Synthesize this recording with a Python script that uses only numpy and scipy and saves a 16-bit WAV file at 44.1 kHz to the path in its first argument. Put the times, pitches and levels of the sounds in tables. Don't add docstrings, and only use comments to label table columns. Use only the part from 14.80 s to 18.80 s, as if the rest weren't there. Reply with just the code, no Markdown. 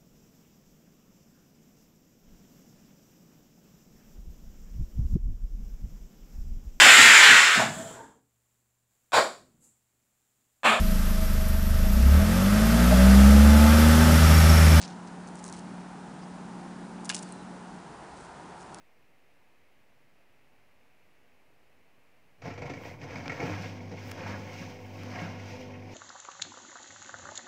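import sys
import numpy as np
from scipy import signal
from scipy.fft import rfft, irfft
from scipy.io import wavfile

SR = 44100
rng = np.random.default_rng(int(sys.argv[2]) if len(sys.argv) > 2 else 0)


def wav_record(signal):
    frames = np.transpose(np.atleast_2d(signal))
    bounded = np.clip(frames, -1, 1)
    quanta = np.round(bounded * 32767).astype(np.int16)
    wavfile.write(sys.argv[1], SR, quanta)


N = 176400
TIME = np.arange(N) / SR
TOP_HZ = 10020


def from_db(db):
    return 10 ** (np.asarray(db) / 20)


def fade(t, fade_s):
    return from_db(-60 * t / fade_s)


def unit_level(x):
    return x / np.sqrt(np.mean(x ** 2) + 1e-20)


def keep_side(x, hz, side, order=2):
    sos = signal.butter(order, np.clip(hz, 10, .45 * SR), side, fs=SR, output="sos")
    return signal.sosfilt(sos, x + 1e-18)


def keep_band(x, low_hz, high_hz, low_order=4):
    return keep_side(keep_side(x, low_hz, "high", low_order), high_hz, "low", order=4)


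def shaped_noise(shape):
    hz, db = np.transpose(shape)
    bins = np.maximum(np.fft.rfftfreq(N, 1 / SR), 1)
    gain = from_db(np.interp(np.log(bins), np.log(hz), db))
    return unit_level(irfft(rfft(rng.standard_normal(N)) * gain, N))


def drift(per_s):
    bins = np.fft.rfftfreq(N, 1 / SR)
    return unit_level(irfft(rfft(rng.standard_normal(N)) / (1 + (bins / per_s) ** 2) ** 2, N))


def gate(start, length, ramp_s):
    return np.clip(np.minimum(TIME - start, start + length - TIME) / ramp_s, 0, 1)


def burst(fade_s, low_hz, high_hz=TOP_HZ, rise_s=0.00025):
    t = TIME[:SR // 10]
    decay = fade(t, fade_s)
    spurt = rng.standard_normal(len(t)) * decay * np.minimum(t / rise_s, 1)
    spurt = keep_band(spurt, low_hz, high_hz)
    return spurt * np.sqrt(np.sum(decay ** 2) / np.sum(spurt ** 2))


def add(out, start, x):
    i = int(np.clip(start * SR, 0, N - 1))
    out[i:i + len(x)] += x[:N - i]


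# frequency in Hz, relative strength in dB.
ROOM_TONE = [(20, -27), (32, -10), (42, -2.5), (58, -2), (80, -4), (115, -2.5), (170, 8), (230, 1.5),
             (350, 3), (520, -2), (660, 0.5), (800, 4.5), (960, 3), (1120, -3), (1450, -3.5), (2200, -13),
             (3500, -18), (6000, -20.5), (10000, -22.5)]


def room_noise():
    return from_db(-46.5) * shaped_noise(ROOM_TONE)


def deep_swell(peak_s=3.4, half_width_s=0.23):
    rumble = unit_level(keep_band(rng.standard_normal(N), low_hz=42, high_hz=62))
    return from_db(-61) * np.exp(-((TIME - peak_s) / half_width_s) ** 2) * rumble


# time in seconds, turns per second.
SPIN_SPEED = [(0, 19.72), (.6, 19.95), (1.5, 20.07), (2.4, 20.19), (4, 20.17)]
# time in seconds, relative level in dB.
APPLIANCE_LEVEL = [(0, -46), (.75, -46), (.96, -43.5), (1.13, -48.5), (1.35, -45), (1.58, -45), (1.78, -43),
                   (2.25, -43.5), (2.65, -47.5), (2.98, -48), (3.15, -64.5), (4, -60.5)]
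# vibrations per turn, relative level in dB.
HUM_TONES = [(6, -24.5), (7, -23.5), (8, -15), (9, 1), (10, -12.5), (11, -5), (12, -11), (13, -15),
             (14, -10), (17, -15), (19, -18), (21, -29.5)]
# frequency in Hz, relative strength in dB.
RUMBLE_TONE = [(60, -38), (130, -28.5), (170, 2), (225, -2.5), (290, -11), (380, -10.5), (600, -13),
               (1500, -32.5)]


def appliance(waver_db=0.86):
    turns_per_s = np.interp(TIME, *np.transpose(SPIN_SPEED))
    level_db = np.interp(TIME, *np.transpose(APPLIANCE_LEVEL))
    angle = 2 * np.pi * np.cumsum(turns_per_s) / SR
    hum = np.zeros(N)
    for per_turn, db in HUM_TONES:
        gain = from_db(db - waver_db * drift(per_s=3.1))
        hum += gain * np.sin(per_turn * angle + rng.uniform(0, 2 * np.pi))
    rumble = from_db(-9.5) * shaped_noise(RUMBLE_TONE)
    return from_db(level_db - 2.5) * (np.sqrt(2) * hum + rumble)


def kitchen_echo(sound, first_echo_s=0.0031):
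    t = TIME[:SR // 2]
    tail = rng.standard_normal(len(t)) * fade(t, fade_s=0.91) * (t > first_echo_s)
    return signal.fftconvolve(sound, tail / np.sqrt(np.sum(tail ** 2)))[:N]


# start and length in seconds, first, middle and last pitch in Hz,
# level in dB, pitch wobble in Hz.
SHELL_SQUEAKS = [(1.41, 0.041, 5020, 5200, 5330, -57, 422), (2.427, .215, 4680, 4100, 3850, -64, 80)]


def squeaks(flutter_db=2):
    out = np.zeros(N)
    for start, length, first_hz, middle_hz, last_hz, db, wobble_hz in SHELL_SQUEAKS:
        slide = np.interp(TIME - start, [0, length / 2, length], [first_hz, middle_hz, last_hz])
        hz = slide + wobble_hz * drift(per_s=450)
        gain = gate(start, length, ramp_s=0.013) * from_db(db + flutter_db * drift(per_s=80))
        out += gain * np.sin(2 * np.pi * np.cumsum(hz) / SR)
    return out


# pitch in Hz, relative level in dB, fade time in seconds.
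BOWL_NOTES = [(1010, -11, 0.14), (1190, -13, 0.045), (1647, -5.5, 0.026), (1800, -9, .02), (2450, -13, .06),
              (2570, -7.5, 0.027), (2715, 0, .025), (2886, 1, 0.043), (3570, -8, 0.027), (3820, -20, 0.079),
              (4900, -18, .05), (6500, -16, 0.03)]
# start in seconds, tick level in dB,
# the tick's lowest frequency in Hz, knock level in dB.
BOWL_HITS = [(2.2928, -23, 4800, -37), (2.2989, -28, 3800, -26.5), (2.3034, -35, 2400, -32.5),
             (2.3060, -34, 5000, -43), (2.3138, -37, 3500, -43), (2.3243, -46, 3800, -40),
             (2.3352, -43, 3800, -46), (2.3398, -42, 5500, -47), (2.3455, -24, 2600, -55),
             (2.3512, -28.5, 5000, -56), (2.356, -36, 6500, -51), (2.3648, -32, 3200, -51),
             (2.3695, -42, 5000, -51), (2.3777, -40, 4500, -52), (2.3885, -37, 4800, -58),
             (2.3907, -38, 4800, -58), (2.4254, -39, 7500, -60), (2.4305, -38, 4500, -60),
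             (2.489, -46, 8500, -65), (2.523, -36.5, 8400, -65)]


def bowl_clatter(low_hz=690, ring_db=-2.5):
    out, t = np.zeros(N), TIME[:SR // 4]
    for start, tick_db, tick_low_hz, knock_db in BOWL_HITS:
        ring = np.zeros(len(t))
        for hz, db, fade_s in BOWL_NOTES:
            strength = from_db(db + rng.normal(0, 2.4)) * rng.choice([-1, 1])
            ring += strength * np.sin(2 * np.pi * hz * t) * fade(t, fade_s)
        add(out, start, from_db(tick_db) * burst(fade_s=0.016, low_hz=tick_low_hz))
        knock = burst(fade_s=0.019, low_hz=low_hz, high_hz=4700)
        add(out, start, from_db(knock_db) * keep_side(knock, low_hz, "high", order=4))
        add(out, start, from_db(knock_db + ring_db) * keep_side(ring, low_hz, "high", order=4))
    return out


# start and length in seconds, level in dB,
# lowest and highest frequency in Hz.
SHELL_CRACKLES = [(0, 0.064, -48.5, 3300, 6800), (.062, 0.082, -58.5, 2500, 6550),
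                  (.26, .03, -60.5, 4500, 8000), (0.472, 0.021, -58, 4500, 9000),
                  (0.554, 0.051, -60, 5500, 11000), (0.624, 0.081, -55, 4600, 12000),
                  (0.722, 0.072, -55.5, 2800, 12000), (2.243, 0.022, -47, 5200, 12000),
                  (2.296, 0.026, -47, 3000, 11000), (2.351, 0.051, -53, 5200, 11100),
                  (2.42, 0.019, -55, 4500, 11000), (3.362, 0.1, -62.5, 4500, 10000),
                  (3.788, 0.046, -61, 5000, 11000)]


def crackles(cracks_per_s=1100, spread_db=0.5, fade_s=0.0045):
    out = np.zeros(N)
    starts = rng.random(N) < cracks_per_s / SR
    cracks = starts * from_db(spread_db * np.minimum(rng.exponential(1, N), 4))
    loudness = signal.lfilter([1], [1, -fade(1 / SR, fade_s)], cracks + 1e-18)
    grit = keep_side(loudness * rng.standard_normal(N), TOP_HZ, "low", order=6)
    for start, length, db, low_hz, high_hz in SHELL_CRACKLES:
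        patch = keep_band(grit * gate(start, length, ramp_s=0.0042), low_hz, high_hz, low_order=3)
        out += from_db(db) * patch * np.sqrt(length * SR / (np.sum(patch ** 2) + 1e-12))
    return out


# start in seconds, level in dB, the crack's lowest and highest
# frequency in Hz, ring level in dB compared with the crack.
SHELL_SNAPS = [(0.0158, -30.5, 4000, 10000, -9), (0.0263, -31.5, 2300, 6600, -17),
               (.032, -40, 1790, 6200, -9), (0.0374, -33, 2200, 6000, -17), (0.043, -43, 2500, 6500, -9),
               (0.0488, -41, 3200, 6800, -12), (0.079, -38, 1800, 6040, -14),
               (.4735, -41.5, 3000, 10000, -14), (.555, -41, 5500, 11000, -16),
               (0.5915, -42, 4500, 10000, -16), (0.6412, -29.5, 6000, 12000, -20),
               (.6495, -42, 6000, 11000, -20), (0.655, -44, 6500, 11000, -20),
               (.662, -43, 5000, 11000, -20), (0.6655, -42, 6500, 11000, -20),
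               (.6795, -36, 6500, 11000, -20), (.683, -43, 6500, 11000, -20),
               (0.6977, -39, 6000, 10000, -20), (0.7260, -31, 5500, 12000, -20),
               (0.7432, -45, 2600, 9000, -17), (.7675, -47, 4500, 11000, -18),
               (0.79, -45, 4000, 11000, -18), (0.7945, -42, 3500, 11000, -18),
               (3.9452, -34, 6840, 11000, -7), (3.986, -41.5, 7500, 11000, -5)]


def snaps():
    out = np.zeros(N)
    for start, db, low_hz, high_hz, ring_db in SHELL_SNAPS:
        body = from_db(-16) * burst(fade_s=0.0061, low_hz=2000, high_hz=low_hz)
        ring = from_db(ring_db) * burst(fade_s=0.0086, low_hz=4500, high_hz=4700)
        crack = burst(fade_s=0.0061, low_hz=low_hz, high_hz=high_hz)
        add(out, start, from_db(db) * (crack + body + ring))
    return out


def scene():
    shell = snaps() + crackles() + squeaks() + bowl_clatter()
    echoes = from_db(-17.5) * kitchen_echo(shell)
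    return (shell + echoes + appliance() + deep_swell() + room_noise())[None]


def record(dry):
    treble_cut = signal.ellip(9, .1, 40, TOP_HZ, fs=SR, output="sos")
    return signal.sosfiltfilt(treble_cut, dry, padtype="even")


dry = scene()
out = record(dry)
wav_record(out)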